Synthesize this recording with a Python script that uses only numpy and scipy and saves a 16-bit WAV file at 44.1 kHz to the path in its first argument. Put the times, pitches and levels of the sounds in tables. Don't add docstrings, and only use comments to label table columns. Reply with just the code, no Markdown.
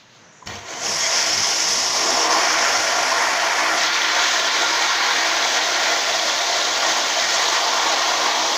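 import sys
import numpy as np
from scipy import signal
from scipy.fft import rfft, irfft, next_fast_len
from scipy.io import wavfile
from scipy.ndimage import uniform_filter1d, minimum_filter1d, map_coordinates

SR = 44100
rng = np.random.default_rng(int(sys.argv[2]) if len(sys.argv) > 2 else 0)


def rack_gain(trim_db):
    fader = np.asarray(trim_db, float)
    return 10 ** (fader / 20)


def unload_audio(sound):
    columns = np.transpose(np.atleast_2d(sound))
    steps = np.round(np.clip(columns, -1, 1) * 32767)
    wavfile.write(sys.argv[1], SR, steps.astype(np.int16))


N = 378201


def unit(x):
    return x / np.sqrt(np.mean(x ** 2) + 1e-20)


def along(points, hz):
    f, v = np.transpose(points)
    return np.interp(np.log(hz + 1), np.log(f + 1), v)


def controls(rows):
    s, *columns = np.transpose(rows)
    return [np.interp(np.arange(N) / SR, s, column) for column in columns]


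def swells(rows, width_s):
    t = np.arange(0, N + 64, 64) / SR
    bells = np.exp(-((t - rows[:, :1]) / width_s) ** 2)
    return [np.interp(np.arange(N) / SR, t, heights @ bells) for heights in rows[:, 1:].T]


def wobble(rate):
    knots = rng.standard_normal(int(N * rate / SR) + 4)
    return map_coordinates(knots, [np.arange(N) * rate / SR])


def filtered(x, response):
    m = next_fast_len(N + 8192)
    return irfft(rfft(x, m) * response(np.fft.rfftfreq(m, 1 / SR)), m)[:N]


def coloured_noise(colour):
    return unit(filtered(rng.standard_normal(N), lambda hz: rack_gain(along(colour, hz))))


# frequency in Hz, relative density in dB per Hz.
HUM_COLOUR = [(15, -70), (25, -42), (64, -30), (85, -30), (106, -5), (154, -6), (186, -10), (264, -15.5),
              (903, -14), (1460, -16), (1860, -15.5), (3350, -27), (4500, -31), (6370, -19), (8100, -46),
              (11000, -61), (15000, -70)]
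# time in seconds, level in dB.
HUM_LEVEL = [(0, -52.5), (.15, -50.5), (.3, -48), (.45, -49.5), (1.2, -53.5), (8.58, -59)]
# frequency in Hz, relative density in dB per Hz.
FAR_COLOUR = [(1500, -11), (2500, -3), (4000, 0), (5500, -8), (7000, -12), (8500, -35)]
# time in seconds, level in dB.
FAR_LEVEL = [(0, -50), (.06, -57), (.15, -52), (.3, -61), (8.58, -75)]


def ventilation():
    hum_gain = rack_gain(controls(HUM_LEVEL)[0] + 0.38 * wobble(9.6))
    far_gain = rack_gain(controls(FAR_LEVEL)[0])
    return hum_gain * coloured_noise(HUM_COLOUR) + far_gain * coloured_noise(FAR_COLOUR)


# frequency in Hz, time to fall 60 dB in seconds.
TILE_DECAY = [(100, 0.27), (1000, 0.37), (5000, 0.13), (15000, 0.088)]


def room(x):
    hz, t, z = signal.stft(rng.standard_normal(SR // 2), SR, nperseg=256)
    decay = rack_gain(-60 * t / along(TILE_DECAY, hz)[:, None])
    tail = signal.istft(z * decay, SR, nperseg=256)[1]
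    delayed = np.pad(x, (200, 0))
    return signal.fftconvolve(delayed, tail / np.linalg.norm(tail))[:N]


# start in seconds, end in seconds, frequency in Hz, width in Hz, level in dB.
SEAT_WHISTLES = [(.24, .42, 5900, 250, -59), (.32, .46, 6800, 700, -58), (.14, .24, 6500, 800, -63),
                 (1.005, 1.075, 3300, 110, -31.5), (1.005, 1.09, 2100, 300, -30),
                 (1.0, 1.095, 6550, 250, -29)]


def whistles():
    out, t = np.zeros(N), np.arange(N) / SR
    for start, end, centre_hz, width_hz, db in SEAT_WHISTLES:
        band = filtered(rng.standard_normal(N), lambda hz: 1 / (1 + (2 * (hz - centre_hz) / width_hz) ** 2))
        fade = np.clip(np.minimum(t - start, end - t) / 0.0043, 0, 1)
        out += rack_gain(db) * unit(band) * fade
    return out


def ring(modes, bright_db=0, crack=0):
    t = np.arange(SR // 8) / SR
    x = np.zeros(len(t))
    for hz, db, t60 in modes:
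        start_db = db + bright_db * np.log2(hz / 2500) + rng.normal(0, 1.5)
        x += rack_gain(start_db - 60 * t / t60) * np.sin(2 * np.pi * hz * t)
    contact = np.convolve(rng.standard_normal(len(t)), np.hanning(11), "same") / 3
    x = x / np.abs(x).max() + crack * rack_gain(-60 * t / .025) * contact
    x = x * (1 - np.exp(-t / 0.0009))
    return x / np.abs(x).max()


# time in seconds, peak in dB.
LEVER_TAPS = [(0.42, -42), (0.425, -31.5), (0.448, -44)]
# frequency in Hz, nominal level in dB, time to fall 60 dB in seconds.
HANDLE_MODES = [(996, 0, .03), (2051, -20, .03)]
# time in seconds, peak in dB, brightness in dB per octave.
VALVE_CLICKS = [(0.464, -34, 0), (0.472, -17.5, 2), (0.555, -24, 6), (0.737, -20.5, -5)]
# frequency in Hz, level in dB before brightness and random scatter,
# time to fall 60 dB in seconds.
VALVE_MODES = [(996, -8.5, .03), (2070, -8, .04), (3040, -2, 0.05), (4400, -8, 0.032), (5470, 3, .025),
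               (5740, -1, 0.014), (7500, -12, 0.022), (12500, -25, 0.014)]


def lever():
    out = np.zeros(N)
    for s, db in LEVER_TAPS:
        out[round(s * SR):][:SR // 8] += rack_gain(db) * ring(HANDLE_MODES)
    for s, db, bright_db in VALVE_CLICKS:
        out[round(s * SR):][:SR // 8] += rack_gain(db) * ring(VALVE_MODES, bright_db, crack=0.65)
    return out


def bubbles(mid_hz, spread, cycles, uneven_db, count):
    draw = rng.random((count, 2))
    hz = mid_hz * np.exp(spread * rng.standard_normal(count))
    hz = np.clip(hz, mid_hz / 3, SR / 3)[:, None]
    age = np.arange(int(6 * cycles * SR / mid_hz)) / SR * hz / cycles
    size = rack_gain(-uneven_db * np.log(1.01 - draw[:, 1:]))
    wave = size * age * np.exp(-2 * age) * np.sin(2 * np.pi * cycles * age * (1 + 0.063 * age))
    at = (draw[:, :1] * N).astype(int) + np.arange(age.shape[1])
    return unit(np.bincount(at.ravel(), wave.ravel())[:N])


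# frequency in Hz, width in Hz, lift over the surroundings in dB.
STANDING_WAVES = [(72, 11, 8), (99, 11, 8), (165, 14, 4), (184, 16, -7), (263, 14, 14), (290, 30, -7),
                  (322, 12, 12), (380, 11, 5), (453, 11, 6), (480, 11, 5), (657, 14, 6), (714, 18, 5),
                  (806, 22, 5), (886, 20, 3), (932, 30, 3), (1055, 20, 4), (1135, 40, 3), (1189, 22, 4),
                  (1364, 13, 6), (1415, 20, 3), (1663, 14, 4), (1805, 20, 3), (1861, 24, 5), (3335, 40, 3)]


def ringing(hz):
    return rack_gain(sum(db / (1 + (2 * (hz - centre) / width) ** 2) for centre, width, db in STANDING_WAVES))


def water(colour, patchy_db, grains=None, grain_db=0):
    z = signal.stft(rng.standard_normal(N), nperseg=512)[2]
    field = rng.standard_normal(z.shape)
    field = uniform_filter1d(uniform_filter1d(field, 8, 0), 10, 1)
    noise = signal.istft(z * rack_gain(patchy_db * unit(field)), nperseg=512)[1][:N]

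    def shape(x):
        return unit(filtered(x, lambda hz: rack_gain(along(colour, hz)) * ringing(hz)))

    if grains is None:
        return shape(noise)
    return unit(shape(noise) + rack_gain(grain_db) * shape(grains))


# time in seconds, flow into the bowl in dB,
# pressure at the seat in dB, both before each stream weighs them.
OPENING = [(.46, -36, -40), (.475, -20, -31), (.5, -13, -39), (.58, -22.5, -39), (.64, -28, -46),
           (.71, -13.5, -25), (.79, -15, -20), (.86, -5, -6), (.93, -4.5, -3), (1.0, -2.5, -4),
           (1.04, -1.5, -5), (1.15, 2.5, -3.5)]
# time in seconds, seat pressure in dB, churn in the trap in dB,
# trap voice from -1 hollow to 1 high, wash on the walls in dB; each stream weighs them.
COURSE = [(.9, -0.5, -2, -0.48, -7.5), (1.15, 2, -6.5, 0.11, -5.5), (1.66, 2, -8, -0.049, -9),
          (1.9, 0.5, -5, 0.39, -10), (2.13, 1, -1, 0.3, -6), (2.33, -1, 1.5, 0.9, -4),
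          (2.57, -2.5, -1, 0.53, 1), (2.8, -1, -1.5, -0.32, -2.5), (3.2, -5, -0.5, 0.39, 0),
          (3.75, -6.5, -0.5, .4, -0.5), (3.8, -10.5, -4, .5, -2), (4.1, -17.5, -5.5, .8, -0.5),
          (4.17, -14, -0.5, .4, 0.5), (4.3, -9, -4, 0.48, -2), (5.1, -15, -3, 1, -1),
          (5.5, -11, -3.5, -0.24, -3.5), (5.9, -11.5, -2.5, -0.24, -2), (6.2, -11, -3.5, -0.26, -6.5),
          (6.9, -9.5, -2, 0.2, -4), (7.3, -9.5, -4.5, -.2, -4.5), (7.55, -10, -0.5, 0.69, -5),
          (8.3, -13, -0.5, 0.28, -5), (8.58, -11, -1, 0.4, -9)]
# time in seconds, change of the hiss in dB.
FLICKERS = [(2.22, 2), (2.29, -4.5), (2.37, -1.5), (2.56, -1), (3.1, 1.5), (3.9, -9), (4.08, -3), (4.5, -5),
            (5.0, -3), (5.6, -5), (5.79, -2), (7.35, 4.5)]
# time in seconds, gurgle level in dB.
GULPS = [(.84, -42), (2.11, -34), (2.35, -33), (3.62, -47), (8.46, -41)]
# time in seconds, deep thud in dB, rumble in dB.
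SHUDDERS = [(.51, -42, -47), (.9, -52, -45), (1.4, -46, -45.5), (1.7, -62, -48), (2.11, -62, -56),
            (2.8, -55, -68), (3.8, -67, -52), (4.69, -56, -60), (6.95, -66, -59), (7.35, -65, -60),
            (8.46, -70, -57)]
FLICKER_S, GULP_S, SHUDDER_S = 0.02, 0.13, 0.11
BREAK_S, BREAK_TAKES_S = 3.775, 0.019


def stream_gains():
    t = np.arange(N) / SR
    flow, rising = controls(OPENING)
    pressure, churn, voice, wash = controls(COURSE)
    flicker, = swells(np.array(FLICKERS), FLICKER_S)
    broken = np.clip((t - BREAK_S) / BREAK_TAKES_S + .5, 0, 1)
    db = dict(
        hiss=-22 + rising + pressure + flicker,
        sizzle=-25 + 0.5 * rising + 0.78 * pressure + 4.2 * broken + 1.3 * flicker,
        mist=-41 + .8 * rising + 0.28 * pressure + 0.69 * flicker - 5 * broken,
        roar=-28.5 + 0.72 * flow + churn - 3 * voice,
        swirl=-28 + 0.59 * flow + churn + 3 * voice,
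        wash=-27.5 + 0.53 * flow + wash,
        sheet=-27 + 0.53 * flow + 0.73 * wash + 0.14 * broken,
        spray=(-31.5 + 0.59 * flow + 0.12 * pressure + 8.33 * broken
               + 0.18 * wash * broken + 0.15 * flicker),
        rim=-31 + .6 * flow + 0.45 * pressure + .45 * wash - 15 * broken,
        gurgle=-39 + 0.41 * flow + 0.39 * churn,
        thud=-61 + .3 * flow + 0.87 * pressure,
        rumble=-56 + .3 * flow + 0.64 * pressure)
    gain = {name: rack_gain(level) for name, level in db.items()}

    def heights(rows):
        return np.array([(s, *rack_gain(levels)) for s, *levels in rows])

    gulp, = swells(heights(GULPS), GULP_S)
    thud, rumble = swells(heights(SHUDDERS), SHUDDER_S)
    for name, swell in dict(gurgle=gulp, thud=thud, rumble=rumble).items():
        gain[name] = np.hypot(gain[name], swell)
    is_open = t >= OPENING[0][0]
    return {name: is_open * g for name, g in gain.items()}


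def flutter(surge, shared, own_db):
    return rack_gain(shared * surge + own_db * wobble(14))


# frequency in Hz, relative density in dB per Hz.
GURGLE_COLOUR = [(150, -60), (200, -12.5), (260, -4.5), (400, 2.5), (550, -2.5), (700, -11), (1000, -82)]
# frequency in Hz, relative density in dB per Hz.
RUMBLE_COLOUR = [(20, -12), (42, -50), (100, -30), (150, 6), (185, -4), (215, 9), (300, -36)]
# frequency in Hz, relative density in dB per Hz.
THUD_COLOUR = [(20, -20), (45, -33), (70, 2), (100, 12), (125, 11), (200, -48)]


def pipes(gain, surge, gulps):
    gurgle = flutter(surge, 1.0, 0.23) * water(GURGLE_COLOUR, 0.53, gulps, grain_db=-16.5)
    rumble = flutter(surge, .4, .4) * water(RUMBLE_COLOUR, 0.7)
    thud = water(THUD_COLOUR, 0.53)
    return gain["gurgle"] * gurgle + gain["rumble"] * rumble + gain["thud"] * thud


# frequency in Hz, relative density in dB per Hz.
SPRAY_COLOUR = [(1800, -30), (2700, -4), (3300, 0), (4500, -1), (6500, -6), (8000, -26), (10000, -33),
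                (12500, -32), (13700, -34), (14500, -32), (15500, -30)]
# frequency in Hz, relative density in dB per Hz.
RIM_COLOUR = [(1800, -20), (2600, -1), (3100, 1.5), (3500, -2.5), (4000, -8), (4500, 3), (5200, -31.5)]
# frequency in Hz, relative density in dB per Hz.
SHEET_COLOUR = [(1450, -46), (1750, -2.5), (1900, 2.5), (2300, 1.5), (2700, -9), (4000, -54)]
# frequency in Hz, relative density in dB per Hz.
WASH_COLOUR = [(1000, -31), (1270, -4.5), (1370, 5.5), (1550, 4), (1750, 3), (2100, -50)]
# frequency in Hz, relative density in dB per Hz.
SWIRL_COLOUR = [(650, -46.5), (830, -4), (1000, 3), (1180, -1), (1270, -6), (1600, -63)]
# frequency in Hz, relative density in dB per Hz.
ROAR_COLOUR = [(300, -29), (500, -8.5), (600, 0.5), (680, 4.5), (820, -1), (1000, -45.5)]


def bowl(gain, surge, fizz, drops, slaps, gulps):
    spray = flutter(surge, 0.53, 0.23) * water(SPRAY_COLOUR, 1.2, drops + fizz, grain_db=-6.0)
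    rim = flutter(surge, 0.46, 0.56) * water(RIM_COLOUR, 1.2, drops, grain_db=-16.5)
    sheet = flutter(surge, 0.58, 0.65) * water(SHEET_COLOUR, 0.42, slaps, grain_db=-10.0)
    wash = flutter(surge, 0.82, 0.17) * water(WASH_COLOUR, 0.34, slaps, grain_db=-7.5)
    swirl = flutter(surge, 0.55, 0.14) * water(SWIRL_COLOUR, 0.26, gulps, grain_db=-6.0)
    roar = flutter(surge, 0.53, 0.25) * water(ROAR_COLOUR, 0.15, gulps, grain_db=-7)
    return (gain["spray"] * spray + gain["rim"] * rim + gain["sheet"] * sheet
            + gain["wash"] * wash + gain["swirl"] * swirl + gain["roar"] * roar)


# frequency in Hz, relative density in dB per Hz.
HISS_COLOUR = [(3500, -61), (4500, -7), (5000, 1.5), (5400, 5), (5800, 0.5), (6600, -69)]
# frequency in Hz, relative density in dB per Hz.
SIZZLE_COLOUR = [(4800, -36), (5700, 1), (6100, 3.5), (6600, 2), (7200, -5), (8000, -14.5), (9000, -71)]
# frequency in Hz, relative density in dB per Hz.
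MIST_COLOUR = [(6000, -30), (8000, 0), (10000, -2), (12000, -4), (12900, -13), (13600, -27), (14300, -27),
               (15500, -25)]


def valve(gain, surge, fizz):
    hiss = flutter(surge, 0.91, 0.2) * water(HISS_COLOUR, 0.42, fizz, grain_db=-5)
    sizzle = flutter(surge, 0.92, 0.17) * water(SIZZLE_COLOUR, 1.0, fizz, grain_db=-31.0)
    mist = flutter(surge, 0.93, 0.46) * water(MIST_COLOUR, 1.5, fizz, grain_db=-23)
    return gain["hiss"] * hiss + gain["sizzle"] * sizzle + gain["mist"] * mist


def flush():
    gain = stream_gains()
    surge = .5 * wobble(9) + .5 * wobble(22) + 0.92 * wobble(150)
    fizz = bubbles(5510, spread=0.35, cycles=1.97, uneven_db=3.0, count=16000)
    drops = bubbles(3107, spread=0.39, cycles=3.66, uneven_db=6.0, count=9000)
    slaps = bubbles(1800, spread=0.299, cycles=3.55, uneven_db=1.0, count=3000)
    gulps = bubbles(909, spread=0.4436, cycles=6.9, uneven_db=1, count=1500)
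    return pipes(gain, surge, gulps) + bowl(gain, surge, fizz, drops, slaps, gulps) + valve(gain, surge, fizz)


def scene():
    near = flush() + whistles() + lever()
    mix = near + rack_gain(-13) * room(near) + ventilation()
    return np.tile(mix, (2, 1))


def band_limit(x):
    return signal.sosfilt(signal.butter(12, 16830, fs=SR, output="sos"), x)


# frequency in Hz, gain in dB.
MICROPHONE_RESPONSE = [(13800, 0), (14400, 7), (15000, 8), (15450, 6), (15560, -90)]


def record(dry):
    heard = np.array([filtered(side, lambda hz: rack_gain(along(MICROPHONE_RESPONSE, hz))) for side in dry])
    needed = np.minimum(1, .48 / (np.abs(heard) + 1e-9))
    gain = uniform_filter1d(minimum_filter1d(needed, size=264), size=132)
    return band_limit(heard * gain)


dry = scene()
out = record(dry)
unload_audio(out)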